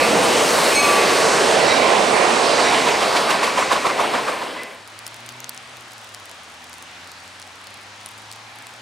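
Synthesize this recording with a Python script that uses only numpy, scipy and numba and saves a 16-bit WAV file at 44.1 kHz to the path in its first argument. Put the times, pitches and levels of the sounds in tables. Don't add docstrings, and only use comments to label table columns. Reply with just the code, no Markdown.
import sys
import numpy as np
from scipy import signal
from scipy.fft import rfft, irfft, next_fast_len
from scipy.io import wavfile
from scipy.ndimage import uniform_filter1d
from numba import njit

SR = 44100
rng = np.random.default_rng(int(sys.argv[2]) if len(sys.argv) > 2 else 0)


def output_pcm(signal):
    pcm = np.clip(np.atleast_2d(signal).T, -1, 1) * 32767
    wavfile.write(sys.argv[1], SR, np.round(pcm).astype(np.int16))


N = 388521
T = np.arange(N) / SR
MID_SIDE = np.array([[1], [-1]])


def undb(db):
    return 10 ** (np.asarray(db) / 20)


def curves(table):
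    s, *columns = np.transpose(table)
    return [np.interp(T, s, c) for c in columns]


def at_hz(table, hz):
    f, v = np.transpose(table)
    return np.interp(np.log(hz), np.log(f), v)


def panned(x, pan_db):
    return np.array([x * undb(pan_db / 2), x * undb(-pan_db / 2)])


def filtered(x, order, hz, kind="low"):
    return signal.sosfilt(signal.butter(order, hz, kind, fs=SR, output="sos"), x)


@njit
def svf(x, hz, width_hz):
    y, b, l = np.empty(len(x)), 0., 0.
    for i in range(len(x)):
        g, k = np.tan(np.pi * hz[i] / SR), width_hz / hz[i]
        v = (b + g * (x[i] - l)) / (1 + g * (g + k))
        b, l, y[i] = 2 * v - b, l + 2 * g * v, k * v
    return y


def even(x, size):
    return x / np.sqrt(uniform_filter1d(x ** 2, size) + 1e-9)


def walk(rate_hz):
    k = int(SR / rate_hz)
    steps = np.repeat(rng.standard_normal(N // k + 1), k)
    return 1.56 * uniform_filter1d(uniform_filter1d(steps, k), k)[:N]


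# frequency in Hz, share of the level difference (0-1).
PORT_SHARE = [(80, 0.05), (250, 0.38), (600, 0.97), (1500, 0.82), (4000, 0.57), (10000, 0.044)]


def noise_bands(colour, side, lead, move_db, pan_db, widen, flicker_db, flicker_hz):
    size = next_fast_len(N)
    f = np.maximum(np.fft.rfftfreq(size, 1 / SR), 1)
    shape = undb(at_hz(colour, f))
    shape /= np.sqrt(np.mean(shape ** 2))
    side_gain = undb(at_hz(side, f))
    pair = rfft(rng.standard_normal((2, size))) * shape * np.array([f ** 0, side_gain])
    out = np.zeros((2, N))
    for hz in 25 * 2 ** np.arange(0, 10, .5):
        skirt = np.cos(np.pi * np.clip(np.log2(f / hz), -.5, .5)) ** 2
        mid, wide = irfft(pair * skirt, size)[:, :N]
        wide = wide * undb(pan_db * widen(hz))
        gain = undb(move_db(hz) + flicker_db * walk(flicker_hz))
        lean = undb(pan_db * at_hz(PORT_SHARE, hz) / 2)
        out += [gain * lean * (mid + wide), gain / lean * (mid - wide)]
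    turn = np.exp(.5j * at_hz(lead, f))
    return irfft(rfft(out, size) * [turn, 1 / turn], size)[:, :N]


# time in s, level in dB before ROAR_LIFT_DB, then rumble, rail hiss, air hiss
# and top hiss in dB (their means are taken out), left minus right in dB.
ROAR_COURSE = [(0.0, -19.5, -6.5, -3, -11.5, -21, -3), (0.36, -17.5, -10.5, -4, -11, -22.5, -1),
               (0.75, -20, -9.5, -1, -6.5, -15.5, -1), (0.95, -19, -10.5, -1.5, -9, -22, -1.5),
               (1.42, -16.5, -12, -5, -11, -30, -3), (1.65, -18, -11.5, -5, -11.5, -31, -6),
               (2.2, -16.5, -14, -7, -15, -36.5, -7.5), (2.45, -19, -14.5, -3.5, -8.5, -31.5, -6.5),
               (2.71, -19.5, -11.5, -2.5, -10.5, -31, -4), (3.15, -21, -12, -2.5, -12, -27.5, -1.5),
               (3.8, -25.5, -11.5, -0.5, -11.5, -26, 0), (4.2, -25.5, -9, 0.5, -16, -25.5, 0.5),
               (4.6, -25, -8, 2, -12.5, -21, 0.5)]
ROAR_ZONE_CENTRES = [170, 700, 2600, 7500, 13000]
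# frequency in Hz, relative density in dB.
ROAR_SPECTRUM = [(15, -59), (25, -31), (102, -20.5), (212, -8), (394, -3), (451, -1.5), (659, -0.5),
                 (1130, -5), (1260, -8), (2550, -10.5), (3520, -14.5), (4250, -13.5), (6920, -20.5),
                 (8590, -19.5), (16000, -48.5)]
# frequency in Hz, side minus mid in dB.
ROAR_WIDTH = [(60, -14), (110, -16), (200, -15.5), (380, -11.5), (700, -8.5), (1290, -9.5), (2380, -15),
              (4400, -42), (8120, -22.5), (11000, -40), (15000, -66)]
# frequency in Hz, dB less side per dB of left minus right.
ROAR_NARROWING = [(400, 0), (1000, 0.5), (2000, 0.7), (4000, 3.5), (8000, 2.5), (12000, -4)]
# frequency in Hz, lead of the left in radians.
ROAR_PHASE = [(30, 0.0), (100, -0.25), (250, -0.46), (500, -0.36), (1000, -0.33), (2000, -0.1),
              (4000, 0.16)]
# time in s, depth in dB before its share.
THROB_DEPTH = [(2.2, 0.2), (2.9, 0.52), (3.5, 2.2), (4.0, 1.2), (4.6, .2)]
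# frequency in Hz, share of the depth (0-1).
THROB_SPECTRUM = [(300, 0.05), (1500, 0.64), (5000, 0.54), (12000, 1)]
# frequency in Hz, share of DIP_DB (0-1).
DIP_SPECTRUM = [(400, 0.58), (1500, 1), (3200, .7), (7000, 0.59)]
DIP_FROM_S, DIP_TO_S, DIP_DB = .752, 0.826, -3.5
TURN_S, HIT_S, THROB_LAG_S = .1408, 3.710, 0.039
ROAR_LIFT_DB = 2.0


def roar():
    db, rumble, rail, air, top, pan_db = curves(ROAR_COURSE)
    zones = np.array([rumble, 0 * db, rail, air, top])
    zones -= zones[:, :3 * SR].mean(axis=1, keepdims=True)
    throb_db = curves(THROB_DEPTH)[0] * np.cos(2 * np.pi * (T - HIT_S - THROB_LAG_S) / TURN_S)
    dip_db = DIP_DB * uniform_filter1d(1. * (T > DIP_FROM_S) * (T < DIP_TO_S), size=600)

    def move_db(hz):
        share = [np.interp(np.log(hz), np.log(ROAR_ZONE_CENTRES), one) for one in np.eye(len(zones))]
        pulse_db = at_hz(THROB_SPECTRUM, hz) * throb_db
        return np.dot(share, zones) + pulse_db + at_hz(DIP_SPECTRUM, hz) * dip_db

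    bands = noise_bands(ROAR_SPECTRUM, ROAR_WIDTH, ROAR_PHASE, move_db, pan_db,
                        lambda hz: -at_hz(ROAR_NARROWING, hz), flicker_db=1.1, flicker_hz=9.)
    return bands * undb(db + ROAR_LIFT_DB)


SPEED_M_S, GAP_M, ABREAST_S = 23., 9.8, 1.27


def doppler():
    along_m = SPEED_M_S * (T - ABREAST_S)
    return 1 / (1 + SPEED_M_S / 343 * along_m / np.hypot(along_m, GAP_M))


# frequency in Hz, level in dB, t60 in s,
# swell time constant in s, beat in Hz, time from blow to beat crest in s, beat depth (0-1).
BELL_MODES = [(1108, 9.5, 1.9, 0.13, 2.8, .18, .35), (2150, 8.5, 0.58, 0.018, 17., 0.037, .35),
              (2412, 4.5, 1.05, 0.03, 22, 0.0595, 0.55), (4040, 5.5, 0.63, 0.015, 18, 0.039, 0.2),
              (6060, 3, 0.53, 0.005, 25, 0.019, 0.27), (8030, -1, 0.5, 0.0033, 25., 0.011, 0.45)]
# time in s, level in dB, dB per octave above the strike note,
# extra dB of the hum note below it, extra dB of the top modes.
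BELL_STROKES = [(-.2, -19, -3, -10, 0), (.748, -21.5, 0, 0, 0), (1.672, -28.5, 5, 2, -10),
                (2.64, -29.5, -2.5, -3, 2), (3.6, -38, -2, -1, 3), (4.568, -24, -50, -9, 3)]
STRIKE_HZ, BELL_TOP_HZ = 2150, 5000


def bell(ratio):
    out, turns = np.zeros(N), np.cumsum(ratio) / SR
    for hz, db, t60, swell, beat, crest, depth in BELL_MODES:
        ring = np.zeros(N)
        octaves = np.log2(max(hz / STRIKE_HZ, 1))
        for s, stroke_db, tilt_db, hum_db, top_db in BELL_STROKES:
            i = max(int(s * SR), 0)
            age = T[i:i + SR] - s
            pair = 1 + depth * np.cos(2 * np.pi * beat * (age - crest))
            level_db = stroke_db + db + tilt_db * octaves
            level_db += hum_db * (hz < STRIKE_HZ - 500) + top_db * (hz > BELL_TOP_HZ)
            rise = 1 - np.exp(-np.abs(age) / swell)
            ring[i:i + SR] += pair * undb(level_db - 60 * age / t60) * rise
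        waver = undb(min(hz / 2500, 1.5) * walk(70.))
        out += ring * waver * np.sin(2 * np.pi * hz * turns + hz / 6000 * walk(160.))
    return out


# time in s, level in dB, scrape in dB against that level,
# pitch of the ring as a ratio, extra dB of the upper ring.
FLAT_SPOT_HITS = [(2.161, -31, -17, 1., 2), (2.302, -18, -18, 1., -2), (2.443, -23, -19, 1., 0),
                  (2.584, -12, -22, 1., 2), (2.724, -11, -20, 0.97, 3), (2.865, -9.5, -15, 0.88, 4),
                  (3.006, -14, -13, 1.1, 7), (3.147, -12, -12, 0.97, 9), (3.288, -10, -11.5, 1.07, 4.5),
                  (3.422, -10.5, -7.5, 0.94, 6), (3.571, -8, -18, 1.02, -2), (3.708, -6.5, -11, 1.02, -5),
                  (3.847, -8, -18, 1.015, -7), (3.990, -8, -17, 1.02, -8), (4.132, -9.5, -22, 0.92, -9),
                  (4.273, -9.5, -18, 1.05, -3), (4.414, -11, -22, 0.92, -9), (4.555, -14, -21, 1, -6)]
# frequency in Hz, width in Hz, level in dB,
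# delay in s (the peak comes 0.021 s after it), later return in dB.
WHEEL_MODES = [(606, 170, -0.5, 0.021, -7.5), (1042, 120, 2.5, 0.0085, -4.5),
               (2500, 1100, -5.5, 0.023, -20)]
THUMP_RISE_S, THUMP_FALL_S, RING_DB, SCRAPE_TOP_DB = 0.0098, 0.011, -8.5, -31
THUMP_SIDE_DB, THUMP_SIDE_HZ, THUMP_LEFT_DB = -9, 2000, -2


def thumps():
    age = np.arange(int(.2 * SR)) / SR
    times, hit_db = np.transpose(FLAT_SPOT_HITS)[:2]
    _, scrape_db, pitch, upper_db = curves(FLAT_SPOT_HITS)

    def blows(lag, return_db):
        shape = np.zeros(len(age))
        for at, db in [(lag + 0.021, 0), (lag + 0.067, return_db)]:
            slope = np.where(age < at, (age - at) / THUMP_RISE_S, (at - age) / THUMP_FALL_S)
            shape += undb(db) * np.exp(slope)
        out = np.zeros(N)
        for s, level_db in zip(times - .02, hit_db):
            i = int(s * SR)
            out[i:i + len(age)] += undb(level_db) * shape
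        return out

    def ringing(hz, width_hz):
        return even(svf(rng.standard_normal(N), hz * pitch, 1. * width_hz), size=300)

    ring = np.zeros((2, N))
    for hz, width_hz, db, lag, return_db in WHEEL_MODES:
        side = undb(THUMP_SIDE_DB) * filtered(ringing(hz, width_hz), 3, THUMP_SIDE_HZ) * MID_SIDE
        level = undb(db + upper_db * (hz == WHEEL_MODES[-1][0]))
        ring += level * blows(lag, return_db) * (ringing(hz, width_hz) + side)
    ring = undb(RING_DB) * filtered(ring, 2, 5500)

    hiss = filtered(rng.standard_normal(N), 3, [1800, 9800], "band")
    edge = filtered(rng.standard_normal(N), 3, [8000, 9900], "band")
    scrape = undb(scrape_db) * uniform_filter1d(blows(0.019, -20.0), size=900) * hiss
    scrape_top = undb(SCRAPE_TOP_DB) * uniform_filter1d(blows(0.015, -18.0), size=900) * edge
    return ring + scrape + scrape_top


# time in s, level in dB.
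DRONE_COURSE = [(0, -26.5), (.35, -24.5), (.6, -33), (.9, -32), (1.15, -26), (1.4, -28), (1.9, -30.5),
                (2.6, -37.5), (3.2, -43)]
DRONE_HZ, DRONE_WIDTH_HZ = 452, 28


def drone(ratio):
    noise = rng.standard_normal(N)
    for _ in range(2):
        noise = svf(noise, DRONE_HZ * ratio, 1. * DRONE_WIDTH_HZ)
    return even(noise, size=4000) * undb(curves(DRONE_COURSE)[0])


PUFF_S, PUFF_HALF_S, PUFF_DB, PUFF_HZ, PUFF_WIDTH_HZ = .243, .014, -31, 8800, 2500


def puff():
    noise = rng.standard_normal(N)
    for _ in range(2):
        noise = svf(noise, np.full(N, 1. * PUFF_HZ), 1. * PUFF_WIDTH_HZ)
    swell = np.exp(-((T - PUFF_S) / PUFF_HALF_S) ** 2)
    return undb(PUFF_DB) * swell * noise * np.sqrt(2 * SR / PUFF_WIDTH_HZ)


# time in s, level in dB before the housing, ring in Hz, t60 in s,
# left minus right in dB, extra treble in dB.
LOUD_GRAINS = [(4.6334, -20.5, 8300, 0.004, 2, 1), (4.9899, -19.5, 4600, 0.004, -0.5, -1),
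               (5.0651, -14.5, 5100, 0.015, 2, -3), (5.0772, -20, 8800, 0.005, -0.5, 2),
               (5.2615, -24, 8980, .004, 0, 0), (5.29, -14.5, 6000, 0.003, 5, -6),
               (5.403, -17.5, 6500, 0.003, 3, 3), (5.4426, -11.5, 6200, 0.005, 7, -14),
               (5.4925, -15, 4500, 0.012, -2, 6.5), (5.576, -18, 6300, 0.004, 5.5, -10),
               (5.7693, -24, 6000, 0.004, 0, 0), (6.0442, -26, 8000, 0.004, 0, 0),
               (6.1465, -16.5, 7100, 0.003, -0.5, -4), (6.2555, -26, 7870, 0.007, 0.0, 1),
               (6.3134, -23, 6500, 0.004, -0.5, -1), (6.6952, -28, 7800, 0.003, 4, 2),
               (6.7299, -20, 4380, 0.005, 3, -5), (6.8245, -21, 6000, 0.003, -1.0, -2),
               (7.0731, -25, 8100, 0.0033, 0.0, 0), (7.1169, -24, 8790, 0.003, 1.0, 0),
               (7.4173, -20, 5800, 0.0036, -0.5, -18), (7.4256, -20, 4000, 0.0039, -0.5, -15),
               (7.67, -18.5, 4300, 0.006, -0.5, -8), (7.7415, -25, 7340, 0.003, 0.5, 0),
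               (8.0122, -26, 4600, 0.004, 0, -7), (8.0602, -18.5, 9500, 0.003, 2, 3),
               (8.089, -22, 7900, 0.003, 2, 0), (8.178, -27, 8000, 0.003, 0, 0),
               (8.3146, -17.5, 4200, 0.006, 4, -7), (8.3255, -21, 8000, 0.003, 0.5, 0),
               (8.6684, -21, 7500, 0.005, 1, 0)]
PATTER_DB, PATTER_SPREAD_DB, PATTER_T60_S = -38, 5, 0.0043
GRAIN_BODY_DB, GRAIN_TREBLE_HZ = -9, 8500
HOUSING_HZ, HOUSING_WIDTH_HZ = 9100, 2200


def sleet():
    chance = rng.random((150, 4))
    faint = np.column_stack([
        4.6 + 4.2 * chance[:, 0],
        PATTER_DB - PATTER_SPREAD_DB * np.log(chance[:, 1] + 0.054),
        6000 + 4500 * chance[:, 2],
        np.full(len(chance), PATTER_T60_S),
        5.6 * (chance[:, 3] - .5),
        np.zeros(len(chance))])
    grains = np.vstack([LOUD_GRAINS, faint])
    age = np.arange(900) / SR - .0008
    knock = np.cos(2 * np.pi * 3000 * age) * np.exp(-(age / 0.000085) ** 2)
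    click = -np.exp(-(age / .00003) ** 2) - undb(GRAIN_BODY_DB) * knock
    attack = np.clip(1 + age / 0.00027, 0, 1)
    treble = signal.butter(3, GRAIN_TREBLE_HZ, "high", fs=SR, output="sos")
    out = np.zeros((2, N + len(age)))
    for s, db, hz, t60, pan_db, treble_db in grains:
        mid, side = rng.standard_normal((2, len(age)))
        crack = mid + 0.25 * side * MID_SIDE
        rattle = 0.3 * np.sin(2 * np.pi * hz * age) + 0.43 * crack
        grain = click + rattle * undb(-60 * np.abs(age) / t60) * attack
        grain = grain + (undb(treble_db) - 1) * signal.sosfiltfilt(treble, grain)
        i = int(s * SR)
        out[:, i:i + len(age)] += grain * panned(np.ones(1), pan_db) * undb(db)
    return np.array([svf(c, np.full(N, 6500.), 10000.0)
                     + 0.77 * svf(c, np.full(N, HOUSING_HZ), HOUSING_WIDTH_HZ) for c in out[:, :N]])


# time in s, firing rate in Hz,
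# level in dB, extra dB of the overtones.
VEHICLE_COURSE = [(4.65, 104, -64, 0), (4.83, 103.2, -56, -5), (5.05, 111.4, -55, 3), (5.41, 124, -50.5, 4),
                  (5.57, 124.6, -59, 2), (5.75, 121, -56, 1), (6.14, 105.8, -56.5, -1), (6.28, 97, -63, -2),
                  (6.45, 79.3, -63, 8), (6.7, 84.4, -60, 9), (7.42, 93, -59, 4), (8.81, 116, -55, -2)]
# multiple of the firing rate, level in dB.
ENGINE_ORDERS = [(1, 0), (2, -12), (3, -14.5), (4, -22)]
EXHAUST_HZ, EXHAUST_WIDTH_HZ, EXHAUST_DB = 241, 67, 4.5


def vehicle():
    hz, db, over_db = curves(VEHICLE_COURSE)
    turns = np.cumsum(hz) / SR
    out = np.zeros(N)
    for k, order_db in ENGINE_ORDERS:
        pipe_db = EXHAUST_DB * np.exp(-((k * hz - EXHAUST_HZ) / EXHAUST_WIDTH_HZ) ** 2)
        waver_db = (1. + .05 * k) * walk(9.)
        gain = undb(db + order_db + (k > 1) * over_db + pipe_db + waver_db)
        out += gain * np.sqrt(2) * np.sin(2 * np.pi * k * turns)
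    return out


# time in s, level in dB before ROAD_LIFT_DB.
ROAD_COURSE = [(4.8, -42), (5.27, -41), (6.76, -42.5), (7.07, -41.5), (7.56, -42), (8.19, -41.5),
               (8.81, -42)]
# frequency in Hz, relative density in dB.
ROAD_SPECTRUM = [(15, -52), (30, -32), (60, -14), (100, -4.5), (170, -10.5), (250, -5), (400, -7),
                 (800, 1.5), (1300, -0.5), (2200, -2), (4000, -6), (7300, -14), (9500, -17.5),
                 (12000, -28.5), (16000, -39)]
# frequency in Hz, side minus mid in dB.
ROAD_WIDTH = [(60, -37), (110, -38), (200, -38), (380, -18), (700, -12), (1290, -6), (2380, -4), (4400, -7),
              (8120, -8), (11000, -24), (15000, -37)]
# frequency in Hz, lead of the left in radians.
ROAD_PHASE = [(100, 0.01), (500, -0.23), (1000, -.3), (2000, -.12), (4000, 0.04)]
ROAD_LEAN_DB, ROAD_LIFT_DB = 1.1, 0.5


def road():
    drift_db = 0.2 * walk(1.59)
    bands = noise_bands(ROAD_SPECTRUM, ROAD_WIDTH, ROAD_PHASE, lambda hz: drift_db, ROAD_LEAN_DB,
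                        lambda hz: 0, flicker_db=0.72, flicker_hz=9.)
    return bands * undb(curves(ROAD_COURSE)[0] + ROAD_LIFT_DB)


FADE_OUT_FROM_S, FADE_OUT_TO_S, FADE_OUT_POWER = 4.15, 5.03, 1.91
FADE_IN_FROM_S, FADE_IN_TO_S = 4.54, 4.94


def scene():
    pan_db = 0.49 * curves(ROAR_COURSE)[-1]
    ratio = doppler()
    train = roar() + panned(bell(ratio) + drone(ratio) + puff(), pan_db)
    train += thumps() * panned(1, pan_db + THUMP_LEFT_DB)
    fade_out = np.clip((FADE_OUT_TO_S - T) / (FADE_OUT_TO_S - FADE_OUT_FROM_S), 0, 1) ** FADE_OUT_POWER
    fade_in = np.clip((T - FADE_IN_FROM_S) / (FADE_IN_TO_S - FADE_IN_FROM_S), 0, 1)
    return fade_out * train + fade_in * (road() + vehicle()) + sleet()


TOP_HZ = 16300


def record(dry):
    rounded = np.tanh(.6 * dry) / .6
    return signal.sosfilt(signal.ellip(10, .2, 70, TOP_HZ, fs=SR, output="sos"), rounded)


dry = scene()
out = record(dry)
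output_pcm(out)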